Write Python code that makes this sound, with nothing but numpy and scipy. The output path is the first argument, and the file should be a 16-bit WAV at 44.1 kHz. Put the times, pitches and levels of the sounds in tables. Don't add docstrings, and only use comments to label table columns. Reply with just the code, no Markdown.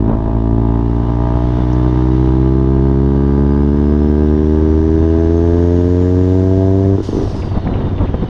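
import sys
import numpy as np
from scipy import signal
from scipy.fft import rfft, irfft
from scipy.io import wavfile
from scipy.ndimage import uniform_filter1d

SR = 44100
rng = np.random.default_rng(int(sys.argv[2]) if len(sys.argv) > 2 else 0)


def bounce(signal):
    frames = np.transpose(np.atleast_2d(signal))
    limited = np.clip(frames, -1, 1)
    pcm = np.round(limited * 32767).astype(np.int16)
    wavfile.write(sys.argv[1], SR, pcm)


N = 365588
TIME = np.arange(N) / SR

# t/s, f/Hz
FIRING_RATE = [(0.0, 54.55), (0.5, 56.23), (1.1, 58.63), (1.5, 60.65), (1.8, 61.83), (2.6, 65.75),
               (3.5, 70.7), (4.4, 76.3), (5.2, 82.24), (6.0, 89.54), (6.6, 95.01), (6.95, 97.39)]
# t/s, level/dB
EXHAUST_LEVEL = [(0, -0.5), (.2, -6.5), (.55, -1), (1.07, -3.5), (1.65, -2), (1.85, -.5), (2.5, 0.06),
                 (6.95, -1.53)]
# harmonic number, level/dB
PORT_HARMONICS = [(1, 11.7), (2, 12.5), (3, 9), (4, 6.5), (5, 5.5), (6, 1), (7, -3.5), (8, -7.5),
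                  (9, -13.5), (11, -12), (14, -11), (17, -10.5), (21, -13), (26, -26.5), (34, -24.5)]
# f/Hz, bandwidth/Hz, level/dB
PIPE_MODES = [(79, 16.3, -28.5), (125.3, 32.6, -24.5), (221.6, 38.2, -24.5), (284, 50.0, -26),
              (317.5, 28.8, -22), (387, 52, -22.5), (445, 6.3, -35.5), (617, 17, -31), (663.4, 28.7, -25),
              (843, 60, -30), (943.4, 58, -33), (980, 11, -56), (1173, 39, -37), (1581, 110, -35),
              (1600, 48, -60), (1910, 170, -55.5)]
# t/s, level/dB
RASP_ENVELOPE = [(0.1, -27.5), (0.15, -28.5), (0.71, -28), (0.88, -32), (1.33, -25.5), (1.91, -30),
                 (4.82, -32.5), (5.44, -27.5), (5.86, -29.5), (6.23, -29.5), (6.59, -24.5), (6.93, -28.5)]
# f/Hz, level/dB
JET_SPECTRUM = [(250, -4), (600, 13), (1000, 9), (1400, -16.5), (1900, -10.5), (2500, -32.5), (3600, -23),
                (4500, -38), (6200, -39), (7300, -40.5), (8800, -40.5), (11000, -59)]
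# f/Hz, level/dB
CLATTER_SPECTRUM = [(2200, -20), (3000, -4.5), (3600, 3), (4500, -9), (6200, -14), (7200, -17), (8700, -11),
                    (10500, -28.5), (12000, -44)]
# f/Hz, bandwidth/Hz, level/dB
INTAKE_RESONANCES = [(1934, 120, 0), (2890, 160, -1), (3133, 310, -3), (3555, 150, 0.5), (4330, 52, -7)]
# t/s, f/Hz
WHISTLE_PITCH = [(0, 2370), (.8, 2740), (2, 3700), (4, 5210), (5.5, 6460), (6.4, 7090)]
# t/s, level/dB
AIR_ENVELOPE = [(0, -47.5), (.6, -45.5), (1.55, -38), (2.2, -38.5), (2.6, -42.5), (4.3, -41.5), (5.7, -40),
                (6.95, -43.5), (8.29, -42)]
# f/Hz, level/dB
RUSH_SPECTRUM = [(400, 14.5), (1000, 9.5), (1700, 8.5), (2000, 5), (2550, -2.5), (3100, -1.5), (3700, -3),
                 (4300, -5.5), (6200, -6.5), (7200, -20.5), (9000, -23), (11000, -33.5), (15000, -48)]
# t/s, level/dB
WIND_ENVELOPE = [(0, -24), (1.7, -24.5), (3.3, -28), (4.8, -22.5), (6, -26), (7.35, -21), (7.8, -19.5),
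                 (8.29, -19)]
# f/Hz, level/dB
WIND_SPECTRUM = [(20, -1.5), (35, -0.5), (70, 2.5), (130, 0), (200, -6.5), (300, -7.5), (450, -15),
                 (700, -20.5), (1000, -22), (1500, -37), (2500, -46), (5000, -80)]
# t/s, level/dB, decay time/s, centre f/Hz
TICK_EVENTS = [(0.094, -46, 0.0054, 2800), (1.729, -41.5, 0.0065, 5450), (7.42, -37, 0.013, 2393),
               (7.673, -29, 0.0037, 1980), (7.734, -39.5, 0.03, 2600), (7.98, -36.5, 0.012, 2500),
               (8.071, -39, .015, 2200)]
# t/s, level/dB, Gaussian width/s
BUFFET_EVENTS = [(0.095, -14, 0.022), (0.142, -14.5, 0.015), (0.26, -19.5, 0.023), (1.598, -19, 0.024),
                 (7.22, -17, 0.086), (7.44, -17, 0.013), (7.56, -14, 0.01), (7.581, -10, 0.0058),
                 (7.669, -16, 0.0091), (7.694, -16.5, 0.018), (7.759, -16.5, 0.04), (7.837, -19, 0.027),
                 (7.888, -19, 0.0044), (8.005, -21, 0.032), (8.05, -15, 0.0089), (8.096, -14, 0.0063),
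                 (8.145, -8, 0.0055)]
# f/Hz, level/dB
BUFFET_SPECTRUM = [(30, 19), (100, 9.5), (280, 6.5), (550, -2.5), (1000, -10), (1500, -20.5), (2500, -36),
                   (4000, -46), (8000, -88)]
# t/s, level/dB
STRAY_FIRINGS = [(6.981, -4.5), (7.002, -5), (7.018, -19), (7.087, -6), (7.128, -5), (7.147, -5.5),
                 (7.166, -5.5), (7.176, -9), (7.187, -7), (7.210, -8.5), (7.220, -12), (7.235, -14.5),
                 (7.251, -18), (7.298, -21)]
# f/Hz, level/dB
BLOW_OFF_SPECTRUM = [(1500, -19.5), (3000, 0.5), (5500, 3), (6800, -5.5), (7500, -11.5), (9300, -13),
                     (11500, -30), (14000, -26), (15000, -35)]

MUFFLER_HZ = 488
BARK_LAG = .3727
LIFT_S, CLOSE_S, OVERRUN_DB = 6.955, .029, -18
BLOW_OFF_S, VALVE_ATTACK_S = 7.02, .025


def from_db(db):
    return 10 ** (np.asarray(db) / 20)


def unit_power(x):
    return x / np.sqrt(np.mean(x ** 2) + 1e-20)


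def evened(x):
    return x / np.sqrt(uniform_filter1d(x ** 2, size=8000) + 1e-14)


def in_time(curve):
    return np.interp(TIME, *np.transpose(curve))


def drift(corner_hz):
    hz = np.fft.rfftfreq(N, 1 / SR)
    return unit_power(irfft(rfft(rng.standard_normal(N)) / (1 + (hz / corner_hz) ** 2), N))


def coloured(x, spectrum):
    hz, db = np.transpose(spectrum)
    bins = np.fft.rfftfreq(N, 1 / SR) + 1e-6
    gain = from_db(np.interp(np.log(bins), np.log(hz), db)) * np.minimum(bins / hz[0], 1) ** 2
    return unit_power(irfft(rfft(x) * gain, N))


def below(x, hz, order=4):
    return signal.sosfiltfilt(signal.butter(order, hz, fs=SR, output="sos"), x)


def faded(x, fade_s=.0021):
    return x * np.sin(np.pi / 2 * np.minimum(np.minimum(TIME, TIME[::-1]) / fade_s, 1)) ** 2


def since(s):
    return np.maximum(TIME - s, 0)


def shut():
    return np.minimum(since(LIFT_S) / CLOSE_S, 1)


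def firing_hz(sag_hz_per_s=3):
    return in_time(FIRING_RATE) - sag_hz_per_s * since(LIFT_S)


def octaves_up():
    hz = firing_hz()
    return np.log2(hz / hz[0])


def boom(phase, lead_hz=13.7, db_per_octave=4.5):
    swell = np.sqrt(2) * np.cos(2 * np.pi * (phase - BARK_LAG + lead_hz / firing_hz()))
    db = -16.5 + db_per_octave * octaves_up() + .3 * in_time(EXHAUST_LEVEL) - 11 * shut()
    return from_db(db) * swell


def port_pulses(phase):
    harmonics = np.arange(2, 35)
    cycle = np.linspace(0, 1, 1024)
    amplitudes = from_db(np.interp(harmonics, *np.transpose(PORT_HARMONICS)))
    shape = amplitudes @ np.cos(2 * np.pi * np.outer(harmonics, cycle))
    return np.interp(phase % 1, cycle, shape)


def pipe(x, low_hz, high_hz):
    out = 0
    for hz, width, db in PIPE_MODES:
        if low_hz <= hz < high_hz:
            r = np.exp(-np.pi * width / SR)
            ring = signal.lfilter([1, 0, -1], [1, -2 * r * np.cos(2 * np.pi * hz / SR), r * r], x + 1e-18)
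            out = out + from_db(db) * (1 - r * r) / 2 * ring
    return below(out, high_hz, order=8) - below(out, low_hz, order=8)


def bark(phase, strength):
    ring = pipe(strength * port_pulses(phase - BARK_LAG), 40, MUFFLER_HZ)
    return from_db(in_time(EXHAUST_LEVEL) - 12.5) * evened(ring)


def scattered(x, delay_s=.00239, reflection=.94):
    delay = np.exp(-2j * np.pi * np.fft.rfftfreq(N, 1 / SR) * delay_s)
    return irfft(rfft(faded(x)) * (reflection + delay) / (1 + reflection * delay), N)


def mellowed(x, edge_hz=1150, onset_firing_hz=70.4, db_per_octave=-22):
    dull = below(x, edge_hz)
    octaves = np.maximum(np.log2(firing_hz() / onset_firing_hz), 0)
    return dull + from_db(db_per_octave * octaves) * (x - dull)


def rasp(phase, strength, lag=.2493, waver_cycles=.008, waver_db=1, waver_hz=6):
    pulses = strength * port_pulses(phase - lag + waver_cycles * drift(waver_hz))
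    ring = scattered(pipe(pulses, MUFFLER_HZ, 2100))
    db = in_time(RASP_ENVELOPE) - .33 + waver_db * drift(waver_hz)
    return from_db(db) * evened(mellowed(ring))


def jet(phase, puff_db, sharpness=3.5, lag=.32):
    sizes = from_db(np.interp(phase, np.arange(len(puff_db)) + lag, puff_db))
    puffs = sizes * np.exp(sharpness * np.cos(2 * np.pi * (phase - lag)))
    hiss = coloured(puffs * rng.standard_normal(N), JET_SPECTRUM)
    return from_db(in_time(RASP_ENVELOPE) - 13) * mellowed(hiss)


def exhaust(phase, jitter_cycles=.002, uneven_db=.5, rotor_db=.4, puff_spread_db=1.3):
    firings = np.arange(int(phase[-1]) + 2)
    timing, force, puff = rng.standard_normal((len(firings), 3)).T
    jittered = phase + jitter_cycles * np.interp(phase, firings + BARK_LAG, timing)
    firing_db = uneven_db * force + rotor_db * (-1) ** firings
    strength = from_db(np.interp(phase, firings + BARK_LAG, firing_db))
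    pulsed = bark(jittered, strength) + rasp(phase, strength) + jet(phase, puff_spread_db * puff)
    return boom(phase) + from_db(OVERRUN_DB * shut()) * pulsed


def clatter(phase, db_per_octave=-6, sharpness=3, lag=.35):
    hits = np.exp(sharpness * np.cos(2 * np.pi * (phase - lag))) * rng.standard_normal(N)
    db = -63 + db_per_octave * octaves_up() + OVERRUN_DB * shut()
    return from_db(db) * coloured(hits, CLATTER_SPECTRUM)


def intake(shut_db=7, flutter_db=2):
    air = rng.standard_normal(N)
    ring = sum(from_db(db) * signal.lfilter(*signal.iirpeak(hz, hz / width, fs=SR), air)
               for hz, width, db in INTAKE_RESONANCES)
    level_db = in_time(AIR_ENVELOPE) - 13.5 + shut_db * shut() + flutter_db * drift(26)
    return from_db(level_db) * unit_power(below(ring, 5000))


def turbo_hz(half_speed_s=.92):
    return in_time(WHISTLE_PITCH) / (1 + since(BLOW_OFF_S) / half_speed_s)


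def turbo(wander=.003, flutter_db=2.5, breath=.5, coast_db=8.5, edge_hz=7300):
    angle = 2 * np.pi * np.cumsum(turbo_hz() * (1 + wander * drift(90))) / SR
    whistle = unit_power((1 + breath * drift(120)) * np.sin(angle) + breath * drift(120) * np.cos(angle))
    coasting = np.minimum(since(BLOW_OFF_S) / VALVE_ATTACK_S, 1)
    db = in_time(AIR_ENVELOPE) - 21.5 + coast_db * coasting + flutter_db * drift(14)
    return below(from_db(db) * whistle, edge_hz, order=8)


def rush(phase, throb=.16, treble_hz=4200, brighten_db=10.5):
    throbbing = 1 + throb * np.cos(2 * np.pi * (phase - .33))
    air = coloured(rng.standard_normal(N) * throbbing, RUSH_SPECTRUM)
    dull = below(air, treble_hz, order=2)
    speed = turbo_hz()
    boost = (speed / speed.max()) ** 2
    treble = from_db(-4.5 + brighten_db * boost ** 2) * (air - dull)
    return from_db(in_time(AIR_ENVELOPE)) * (dull + treble)


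def wind(lumpy_db=3.5):
    eddies = rng.standard_normal(N) * from_db(lumpy_db * drift(29))
    return from_db(in_time(WIND_ENVELOPE)) * coloured(eddies, WIND_SPECTRUM)


def ticks(edge_ratio=1.22, attack_s=.0011):
    out, white = np.zeros(N), rng.standard_normal(N)
    for s, db, decay_s, hz in TICK_EVENTS:
        band = signal.butter(4, [hz / edge_ratio, hz * edge_ratio], "band", fs=SR, output="sos")
        envelope = np.minimum(since(s) / attack_s, 1) * np.exp(-since(s) / decay_s)
        out += from_db(db) * envelope * unit_power(signal.sosfilt(band, white))
    return out


def buffets(tearing_db=2.5):
    eddies = rng.standard_normal(N) * from_db(tearing_db * drift(150))
    envelope = sum(from_db(db) * np.exp(-.5 * ((TIME - s) / width) ** 2) for s, db, width in BUFFET_EVENTS)
    return envelope * evened(coloured(eddies, BUFFET_SPECTRUM))


def impulses(times, sizes):
    at, part = np.divmod(np.clip(times * SR, 0, N - 2), 1)
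    at = at.astype(int)
    return np.bincount(at, sizes * (1 - part), N) + np.bincount(at + 1, sizes * part, N)


def pops(crack_db=-12, lag_s=.00312):
    times, db = np.transpose(STRAY_FIRINGS)
    cracks = pipe(impulses(times, from_db(db)), MUFFLER_HZ, 1570)
    barks = pipe(impulses(times + lag_s, from_db(db)), 60, MUFFLER_HZ)
    bangs = barks + from_db(crack_db) * cracks
    return from_db(db.max()) * bangs / np.abs(bangs).max()


def blow_off(spit_db=9, spit_s=.035, hold_s=.37, sag_db_per_s=2.5, release_db_per_s=75):
    age = since(BLOW_OFF_S)
    opening = np.minimum(age / VALVE_ATTACK_S, 1)
    db = -45.5 + spit_db * np.exp(-age / spit_s) - sag_db_per_s * age
    db -= release_db_per_s * since(BLOW_OFF_S + hold_s)
    return opening * from_db(db + drift(25)) * coloured(rng.standard_normal(N), BLOW_OFF_SPECTRUM)


def scene(wobble_cycles=.0056):
    phase = np.cumsum(firing_hz()) / SR + wobble_cycles * drift(6)
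    engine = exhaust(phase) + clatter(phase) + intake() + turbo() + pops() + blow_off()
    return faded(engine + rush(phase) + wind() + buffets() + ticks())[None]


def record(dry, cutoff_hz=15200):
    rounded = dry / (1 + dry ** 8) ** (1 / 8)
    return signal.sosfilt(signal.cheby2(12, 70, cutoff_hz, fs=SR, output="sos"), rounded)


dry = scene()
out = record(dry)
bounce(out)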